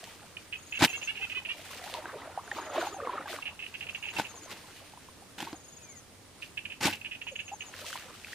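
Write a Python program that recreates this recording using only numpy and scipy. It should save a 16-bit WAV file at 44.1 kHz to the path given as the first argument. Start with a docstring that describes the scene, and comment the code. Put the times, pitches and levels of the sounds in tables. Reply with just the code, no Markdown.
"""A muddy ditch in an open field. A hoe chops at the weedy bank: the blade tears through stems and
lands with a crack and a thud. Shifting feet and dragged wet plants stir the water into bubbles,
slosh and spray. On the right a frog pulses its vocal sac, on the left a small bird trills in
falling slides. Behind them lie a far whistle, throbbing insect wings and a low, wavering hum."""
import sys
import numpy as np
from scipy import signal
from scipy.io import wavfile

SR = 44100
rng = np.random.default_rng(int(sys.argv[2]) if len(sys.argv) > 2 else 0)


def bounce(signal):
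    """Save signal as a 16-bit WAV file at the path given by the first command-line argument."""
    frames = np.transpose(np.atleast_2d(signal))
    limited = np.clip(frames, -1, 1)
    pcm = np.round(limited * 32767).astype(np.int16)
    wavfile.write(sys.argv[1], SR, pcm)


N = 367794
TIME = np.arange(N) / SR


def amp(db):
    """Turn dB into gain."""
    return np.exp(np.asarray(db) * (np.log(10) / 20))


def rms_one(x):
    """Scale to rms 1."""
    return x / np.sqrt(np.mean(x ** 2) + 1e-20)


def at_hz(points, hz):
    """Read a curve on a log-frequency axis."""
    freqs, values = np.transpose(points)
    return np.interp(np.log(hz), np.log(freqs), values)


def drift(rate_hz):
    """A smooth random modulator with a spread of 1."""
    r = np.exp(-80 * np.pi * rate_hz / SR)
    slow = signal.lfilter([1], [1, -2 * r, r * r], rng.standard_normal(N // 40 + 2002))[2000:]
    return np.interp(np.arange(N) / 40, np.arange(len(slow)), rms_one(slow))


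def ring(clicks, hz, t60):
    """A resonator: a unit click sets a sine of height 1 ringing."""
    r, w = amp(-60 / (t60 * SR)), 2 * np.pi * hz / SR
    return signal.lfilter([0, np.sin(w)], [1, -2 * r * np.cos(w), r * r], clicks + 1e-18)


def add(out, start, piece):
    """Mix a piece in at a start time in seconds."""
    i = round(start * SR)
    out[i:i + len(piece)] += piece[:N - i]


def placed(x, pan_db, lag):
    """Pan a mono sound: the left is louder by pan_db and late by lag samples."""
    late = np.interp(np.arange(N) - lag, np.arange(N), x)
    return np.array([late * amp(pan_db / 2), x * amp(-pan_db / 2)])


def crackle(per_s, spread_db, hiss):
    """Clumps of uneven clicks on a bed of noise, as a mid/side pair."""
    sizes = amp(spread_db * np.minimum(rng.exponential(1, N), 4))
    fires = rng.random(N) < per_s * amp(4 * drift(25)) / SR
    return (rms_one(sizes * fires) + hiss) * rng.standard_normal((2, N))


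def crack(db, fade_db, top_hz):
    """A few milliseconds of band-passed noise, dying by fade_db each sample."""
    burst = amp(db + 4 - fade_db * np.arange(300)) * rng.standard_normal(300)
    return signal.sosfilt(signal.butter(2, [500, top_hz], "band", fs=SR, output="sos"), burst)


def glide(length, start_hz, end_hz):
    """A sine that slides in pitch under a rounded envelope."""
    u = np.arange(round(length * SR)) / (length * SR)
    hz = start_hz + (end_hz - start_hz) * u ** 1.4
    return 2 * np.sin(np.pi * u) ** .5 * np.sin(2 * np.pi * np.cumsum(hz) / SR)


def bubble(hz, cycles, rise):
    """A bubble rings out over some cycles; a positive rise lifts its pitch as it nears the surface."""
    t = np.arange(round(cycles / hz * SR)) / SR
    u = t * hz / cycles
    attack = np.minimum(t * hz / 2, 1)
    return 2 * attack * amp(-60 * u) * np.sin(2 * np.pi * hz * t * (1 + rise * u))


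# Stereo image of far sound. Each row: frequency in Hz, left-right likeness from 0 to 1.
FAR_LIKENESS = [(60, 0.64), (600, 0.59), (2000, 0.37), (5000, 0.013)]

def coloured(white, spectrum, flicker_db, flicker_hz, far):
    """Shape mid/side noise in flickering half-octave bands; far sources spread wider. Stereo, rms 1."""
    out, shared = 0, drift(flicker_hz)
    edges = spectrum[0][0] * 2 ** np.arange(0, 10, .5)
    edges = np.append(edges[edges < spectrum[-1][0] / 1.1], spectrum[-1][0])
    sources = white, white * rng.choice([-1, 1], N)   # neighbouring bands must not cancel
    for k, (low, high) in enumerate(zip(edges, edges[1:])):
        band = signal.butter(2, [low, high], "band", fs=SR, output="sos")
        mid, side = signal.sosfilt(band, sources[k % 2])
        hz = np.sqrt(low * high)
        alike = np.clip(at_hz(FAR_LIKENESS, hz), 0, 1) ** far
        gain = amp(at_hz(spectrum, hz) + flicker_db * (shared + drift(flicker_hz)))
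        out = out + gain * (np.sqrt(1 + alike) * mid + np.sqrt(1 - alike) * side * [[1], [-1]])
    return rms_one(out)


def echoes(x, t60, level_db):
    """Scatter from banks and grass: a short noise tail, its own in each channel."""
    t = np.arange(round(.25 * SR)) / SR
    tail = rng.standard_normal((2, len(t))) * amp(-60 * t / t60) * (t > .004)
    tail /= np.sqrt(np.sum(tail[0] ** 2))
    return amp(level_db) * signal.fftconvolve(x[None], tail, axes=1)[:, :N]


# EQ of the ambience bed. Each row: frequency in Hz, relative level in dB.
FIELD_EQ = [(20, -22), (91, -3), (241, -2.5), (640, -8.5), (1250, -12), (9430, -17.5), (15800, -31)]

def open_field():
    """A wide, soft noise bed leaning right, with a low wavering hum from far off."""
    bed = coloured(rng.standard_normal((2, N)), FIELD_EQ, flicker_db=.4, flicker_hz=2.65, far=1)
    hum = rms_one(ring(rng.standard_normal(N), hz=91.7, t60=.15))
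    return amp(-54.5) * bed * amp([[-.8], [.8]]) + amp(-64) * hum


# The buzz climbs, then holds. Each row: time in seconds, pitch in Hz.
BUZZ_PITCH = [(0, 8700), (2.5, 9420)]
# It fades late. Each row: time in seconds, level in dB.
BUZZ_FADER = [(0, -68), (5.5, -68), (7, -75)]

def insects(throb_hz=8.5):
    """Wing buzz: a high, narrow band of noise that throbs."""
    carrier = np.sin(2 * np.pi * np.cumsum(np.interp(TIME, *np.transpose(BUZZ_PITCH))) / SR)
    flutter = signal.sosfilt(signal.butter(2, 280, fs=SR, output="sos"), rng.standard_normal((2, N)))
    throb = .65 + .35 * np.sin(2 * np.pi * throb_hz * TIME + drift(1))
    return amp(np.interp(TIME, *np.transpose(BUZZ_FADER))) * rms_one(carrier * flutter * throb ** 2)


# One far call: start in seconds, length in seconds, first and last pitch in Hz, level in dB.
FAR_CALL = (5.74, .255, 2700, 1860, -61)

def far_whistle():
    """A distant bird's whistle swells as it falls."""
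    start, length, start_hz, end_hz, db = FAR_CALL
    whistle, slide = np.zeros(N), glide(length, start_hz, end_hz)
    add(whistle, start, amp(db + np.linspace(-10, 0, len(slide))) * slide)
    return whistle


# Bird phrases. Each row: first long slide in seconds, count of short notes before it,
# count of long slides, level in dB.
TRILLS = [(.884, 7, 3, -49), (2.785, 8, 3, -53), (4.278, 9, 3, -55), (5.815, 9, 3, -53), (7.45, 5, 4, -55)]

def small_bird():
    """Short notes build up to a run of long falling slides, all with a fluttering level."""
    song = np.zeros(N)
    for start, shorts, longs, db in TRILLS:
        for k in range(1, round(shorts) + 1):   # counted back from the first slide
            note = amp(db - 4 - .7 * k + rng.normal(0, 2)) * glide(.024, 6800, 6500)
            add(song, start - .01 - .042 * k, note)
        for k in range(round(longs)):
            slide = glide(.051, 7000, 6080)
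            swell = amp(db + rng.normal(0, 1) + np.linspace(-4, 1, len(slide)))
            add(song, start - .004 + .069 * k, swell * slide)
    return song * amp(2 * drift(120))


# Croak cues. Each row: start in seconds, length in seconds, level in dB.
CROAK_CUES = [(0.367, 0.012, -39.5), (0.523, 0.042, -40), (0.722, 0.051, -39), (0.771, 0.013, -33.5),
              (0.875, 0.052, -43), (0.927, 0.041, -36.5), (1.013, 0.037, -42), (1.073, 0.039, -33),
              (1.152, 0.061, -44.5), (1.212, 0.044, -34), (1.297, 0.044, -39.5), (1.347, 0.049, -34.5),
              (1.449, 0.026, -38.5), (1.487, 0.04, -34), (3.421, 0.015, -42), (3.453, 0.049, -40.5),
              (3.591, 0.028, -43.5), (3.622, 0.033, -43.5), (3.661, 0.012, -40.5), (3.74, 0.024, -38),
              (3.807, 0.04, -41), (3.866, 0.015, -41.5), (3.886, 0.018, -37), (3.946, 0.02, -40.5),
              (4.025, 0.06, -41), (4.084, 0.037, -42), (4.162, 0.018, -36), (4.243, 0.035, -47),
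              (6.421, 0.026, -40), (6.572, 0.024, -38.5), (6.651, 0.016, -39.5), (6.698, 0.054, -43.5),
              (6.923, 0.035, -42), (7.013, 0.012, -42.5), (7.045, 0.034, -41.5), (7.111, 0.055, -41.5),
              (7.212, 0.022, -41.5), (7.266, 0.038, -40.5), (7.354, 0.013, -38), (7.389, 0.03, -38.5),
              (7.478, 0.033, -46), (7.605, 0.027, -41)]
# The frog's base pitch. Each row: time in seconds, pulse rate in Hz.
CROAK_PITCH = [(1.09, 499), (1.23, 481.6), (1.5, 444.7), (3.4, 488.6)]
# Resonances of the vocal sac. Each row: centre in Hz, width in Hz, gain in dB.
SAC_FORMANTS = [(2678, 530, 7), (2270, 1700, -13.5), (1725, 320, -7.5)]

def frog():
    """Pulses ring the vocal sac, arching in pitch. Clear croaks swell; hoarse ones rasp and fade fast."""
    envelope, rough, arch = np.zeros((3, N))
    for start, length, db in CROAK_CUES:
        hoarse = np.clip(.2 * (-36 - db) + .2 * (start > 3), .12, .85)   # more if weak or late
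        u = np.arange(round(length * SR)) / (length * SR)
        bow = np.sin(2.6 * u)
        fades = np.minimum(1, np.minimum(u, 1 - u) * length / .003)
        add(envelope, start, amp(db - 12 * hoarse * (u - .3) + 5 * (1 - hoarse) * (bow - .7)) * fades)
        add(rough, start, np.full(len(u), hoarse))
        add(arch, start, bow + rng.normal(0, .15))
    bend = 1 + .11 * arch + .02 * drift(15) + .13 * rough * drift(150)
    pulse_hz = np.interp(TIME, *np.transpose(CROAK_PITCH)) * bend
    pulses = np.diff(np.floor(np.cumsum(pulse_hz) / SR), prepend=0)
    pulses *= amp(9 * rough * np.tanh(drift(100)))
    source = rms_one(pulses) + .58 * rough * rng.standard_normal(N)
    voice = 0
    for k, (hz, width_hz, db) in enumerate(SAC_FORMANTS):
        r = np.exp(-np.pi * width_hz / SR)
        b, a = [(1 - r * r) / 2, 0, (r * r - 1) / 2], [1, -2 * r * np.cos(2 * np.pi * hz / SR), r * r]
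        voice = voice + (-1) ** k * amp(db) * signal.lfilter(b, a, signal.lfilter(b, a, source))
    return envelope * rms_one(voice)


# Legs and dragged weeds stir the ditch. Each row: time in seconds, slosh in dB, leaf rustle in dB.
STIR_FADERS = [(0, -50.5, -52.5), (.5, -68, -62), (.95, -51.5, -49.5), (1.45, -57.5, -57.5),
               (1.75, -49.5, -44), (1.95, -43.5, -46), (2.2, -41, -66), (2.45, -51, -61),
               (2.62, -39.5, -56), (2.93, -46, -63), (3.07, -38, -71), (3.3, -44, -66),
               (3.619, -64.5, -57.5), (4.35, -49, -56.5), (4.741, -60.5, -53), (5.6, -67.5, -77),
               (7.4, -76, -79.5), (7.65, -57, -55.5), (7.901, -50, -41.5), (8.12, -50, -52.5),
               (8.34, -79, -52.5)]
# Single splashes. Each row: peak time in seconds, water level in dB, spray level in dB.
SPLASH_CUES = [(0.049, -67, -53), (2.55, -47, -48), (2.776, -30, -47), (2.833, -39, -45.5),
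               (3.318, -41, -40), (5.474, -44.5, -51.5), (6.431, -71.5, -54), (8.27, -78, -47)]

def stirred(column, rise_s):
    """Gain of the stirring plus a swell for each splash, which fades in twice its rise time."""
    faders = np.array(STIR_FADERS)
    power = amp(2 * np.interp(TIME, faders[:, 0], faders[:, column]))
    for peak, db in np.array(SPLASH_CUES)[:, [0, column]]:
        near = slice(max(round((peak - 3 * rise_s) * SR), 0), round((peak + 6 * rise_s) * SR))
        t = TIME[near] - peak
        power[near] += amp(2 * db) * np.exp(-(t / rise_s / (1 + (t > 0))) ** 2)
    return np.sqrt(power)


# Snapping stems. Each row: start in seconds, level in dB.
STEM_SNAPS = [(0.041, -30.5), (1.94, -25.5)]
# EQ of wet leaves. Each row: frequency in Hz, relative level in dB.
RUSTLE_EQ = [(590, -60), (1000, -40), (2130, -5.5), (6050, -13), (15500, -24)]

def wet_leaves():
    """Leaves drag and spray falls: dense crackle with small drips, and single stems snapping."""
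    snaps, drips = np.zeros((2, N))
    for start, db in STEM_SNAPS:
        add(snaps, start, crack(db, fade_db=.16, top_hz=6400))
    for when, pitch, size in rng.random((1500, 3)):
        drip = bubble(1100 * 4 ** pitch, cycles=6 + 14 * size, rise=.05)
        add(drips, when * N / SR, amp(-20 * size) * drip)
    rustle = coloured(crackle(2500, 2.5, 1.2), RUSTLE_EQ, flicker_db=1.5, flicker_hz=12, far=.4)
    spray = placed(rms_one(drips * amp(4 * drift(200))), -.6, .5)
    return stirred(column=2, rise_s=.026) * (.9 * rustle + .45 * spray) + placed(snaps, -.51, .98)


# EQ of the slosh. Each row: frequency in Hz, relative level in dB.
SLOSH_EQ = [(88, -55), (150, -53), (293, -9), (605, -1), (901, 3.5), (4500, -13.5), (7000, -96)]
# Large bubbles. Each row: start in seconds, level in dB, pitch in Hz.
PLOP_CUES = [(2.056, -31, 1520), (2.155, -39, 408), (2.274, -38.5, 620), (2.375, -26, 757),
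             (2.478, -38, 1500), (2.515, -20, 1750), (2.774, -35, 687), (2.826, -28, 680),
             (3.072, -25, 1060), (3.095, -30.5, 1000), (3.387, -33.5, 1084), (4.935, -41.5, 830),
             (4.974, -42, 950), (5.086, -42.5, 990), (5.221, -47, 754), (5.404, -28.5, 2900),
             (7.267, -42, 900.5), (7.929, -31.5, 1481), (7.955, -34, 960), (8.246, -33, 2400),
             (8.331, -32, 1800)]
# Air pockets that sing while their size changes. Each row: start in seconds, length in seconds,
# first and last pitch in Hz, level in dB.
GURGLE_CUES = [(2.377, 0.026, 770, 1300, -44), (2.639, 0.12, 647, 552, -49), (3, 0.099, 591, 429, -47),
               (3.173, 0.018, 1440, 1060, -37), (7.314, 0.031, 580, 446, -49.5),
               (7.515, 0.031, 771, 880, -41)]

def ditch_water():
    """A clumped swarm of small bubbles over sloshing noise, with plops and gurgles on top."""
    swarm, plops = np.zeros((2, N))
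    for when, pitch, faint, life in rng.random((2400, 4)):
        hz = 240 * 10 ** pitch
        small = bubble(hz, cycles=min(12 + 60 * life ** 4, hz / 10), rise=.4 * (faint - .4) * life)
        add(swarm, when * N / SR, amp(at_hz(SLOSH_EQ, hz) - 12 * faint) * small)
    for start, db, hz in PLOP_CUES:
        add(plops, start, amp(db) * bubble(hz, cycles=24, rise=.1))
        add(plops, start, crack(db - 12, fade_db=.1, top_hz=2.5 * hz))   # the wet smack that opens it
    for start, length, start_hz, end_hz, db in GURGLE_CUES:
        add(plops, start, amp(db) * glide(length, start_hz, end_hz))
    wash = coloured(rng.standard_normal((2, N)), SLOSH_EQ, flicker_db=2.5, flicker_hz=14, far=.15)
    swarm = rms_one(swarm * amp(2.5 * drift(12)))
    slosh = .75 * placed(swarm, -.8, 1.5) + .47 * wash
    plops *= amp(3.5 * np.tanh(drift(170)))   # they ring unevenly
    return stirred(column=1, rise_s=.03) * slosh + placed(plops, -.7, 1.49)


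# Blade through weeds. Each row: entry, bite and hold in seconds, level in dB, decay in dB per second.
CHOP_CUES = [(0.791, 0.829, 0.021, -20.5, 1093), (4.129, 4.195, 0.0033, -32.5, 453),
             (4.473, 4.509, 0.006, -42.5, 222), (5.38, 5.381, 0.039, -41, 262),
             (6.806, 6.859, 0.0029, -23.5, 314)]

def chop_envelopes():
    """The tearing swells up to the bite, holds and dies; mud and drops spatter down after the bite."""
    tearing, spatter = np.zeros((2, N))
    entry_depth_db, spatter_db, spatter_db_per_s = 18.5, -17, 70
    t = np.arange(SR // 4) / SR
    for enters, bites, hold, db, db_per_s in CHOP_CUES:
        swell = np.minimum(t / (bites - enters), 1) ** 1.17
        after = np.maximum(t - (bites - enters) - hold, 0)
        add(tearing, enters, amp(db - entry_depth_db * (1 - swell) - db_per_s * after))
        add(spatter, bites, amp(db + spatter_db - spatter_db_per_s * t) * (1 - 4 * t))
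    return tearing, spatter


# Hits on stems and mud. Each row: start in seconds, then crack, knock and deep thud levels in dB.
BLADE_HITS = [(0.803, -30, -33, -47), (0.822, -17, -16.5, -5), (0.84, -12.5, -14, -38),
              (4.188, -32, -23.5, -26), (4.198, -38, -16.5, -30), (5.405, -32.5, -38, -39),
              (5.4273, -39, -28, -23), (5.5297, -39, -39, -21.5), (6.811, -32, -31.5, -33.5),
              (6.855, -17.5, -27, -10), (6.8878, -37, -28, -22.5)]
# Body of the hit, the thud first, then two knocks. Each row: pitch in Hz, gain in dB, t60 in seconds.
HOE_MODES = [(313, -9, 0.05), (866, 1, 0.017), (1496, -9.5, 0.023)]
# EQ of tearing weeds. Each row: frequency in Hz, relative level in dB.
TEARING_EQ = [(88, -5.5), (200, 1), (948, -14), (1870, -1), (3040, -4.5), (15500, -25)]

def hoe(crunch_db=-8):
    """Each chop rips weeds in a burst; each hit is a crack and a thud in handle and mud."""
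    tearing, spatter = chop_envelopes()
    cracks, body = np.zeros((2, N))
    starts, crack_dbs, knock_dbs, thud_dbs = np.transpose(BLADE_HITS)
    for start, db in zip(starts, crack_dbs):
        add(cracks, start, crack(db, fade_db=.098, top_hz=6200))
    hits = [round(start * SR) for start in starts]
    for k, (hz, db, t60) in enumerate(HOE_MODES):
        clicks = np.zeros(N)
        clicks[hits] = amp((knock_dbs if k else thud_dbs) + db + rng.normal(0, .79, len(hits)))
        crunch = rms_one(ring(crackle(900, 3, .3)[0], hz, t60))   # breaking stems shake the handle
        body += ring(clicks, hz, t60) + amp(crunch_db + db) * tearing * crunch
    body = signal.sosfilt(signal.butter(2, 85, "high", fs=SR, output="sos"), body)   # the thuds carry no deep rumble below about 85 Hz
    rip = coloured(crackle(2500, 1.8, 1), TEARING_EQ, flicker_db=1.8, flicker_hz=40, far=.2)
    bright_rip = np.diff(rip, prepend=0)
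    return tearing * rip + spatter * bright_rip + placed(cracks + body, .18, 1)


def scene():
    """The mix: frog right, bird left, the field all round and the ditch work in the centre."""
    croaks, song = frog(), small_bird()
    animals = placed(croaks, -6.5, 4.06) + placed(song, 8.2, -1.62) + placed(far_whistle(), -2.2, 1.7)
    animals += echoes(croaks, t60=.2, level_db=-8) + echoes(song, t60=.07, level_db=-4)
    return open_field() + animals + ditch_water() + wet_leaves() + hoe() + insects()


def record(dry):
    """Soft saturation rounds the peaks; a steep low-pass takes off the very top."""
    rounded = .7 * np.tanh(dry / .7)
    return signal.sosfilt(signal.cheby2(16, 70, 16050, fs=SR, output="sos"), rounded)


dry = scene()
out = record(dry)
bounce(out)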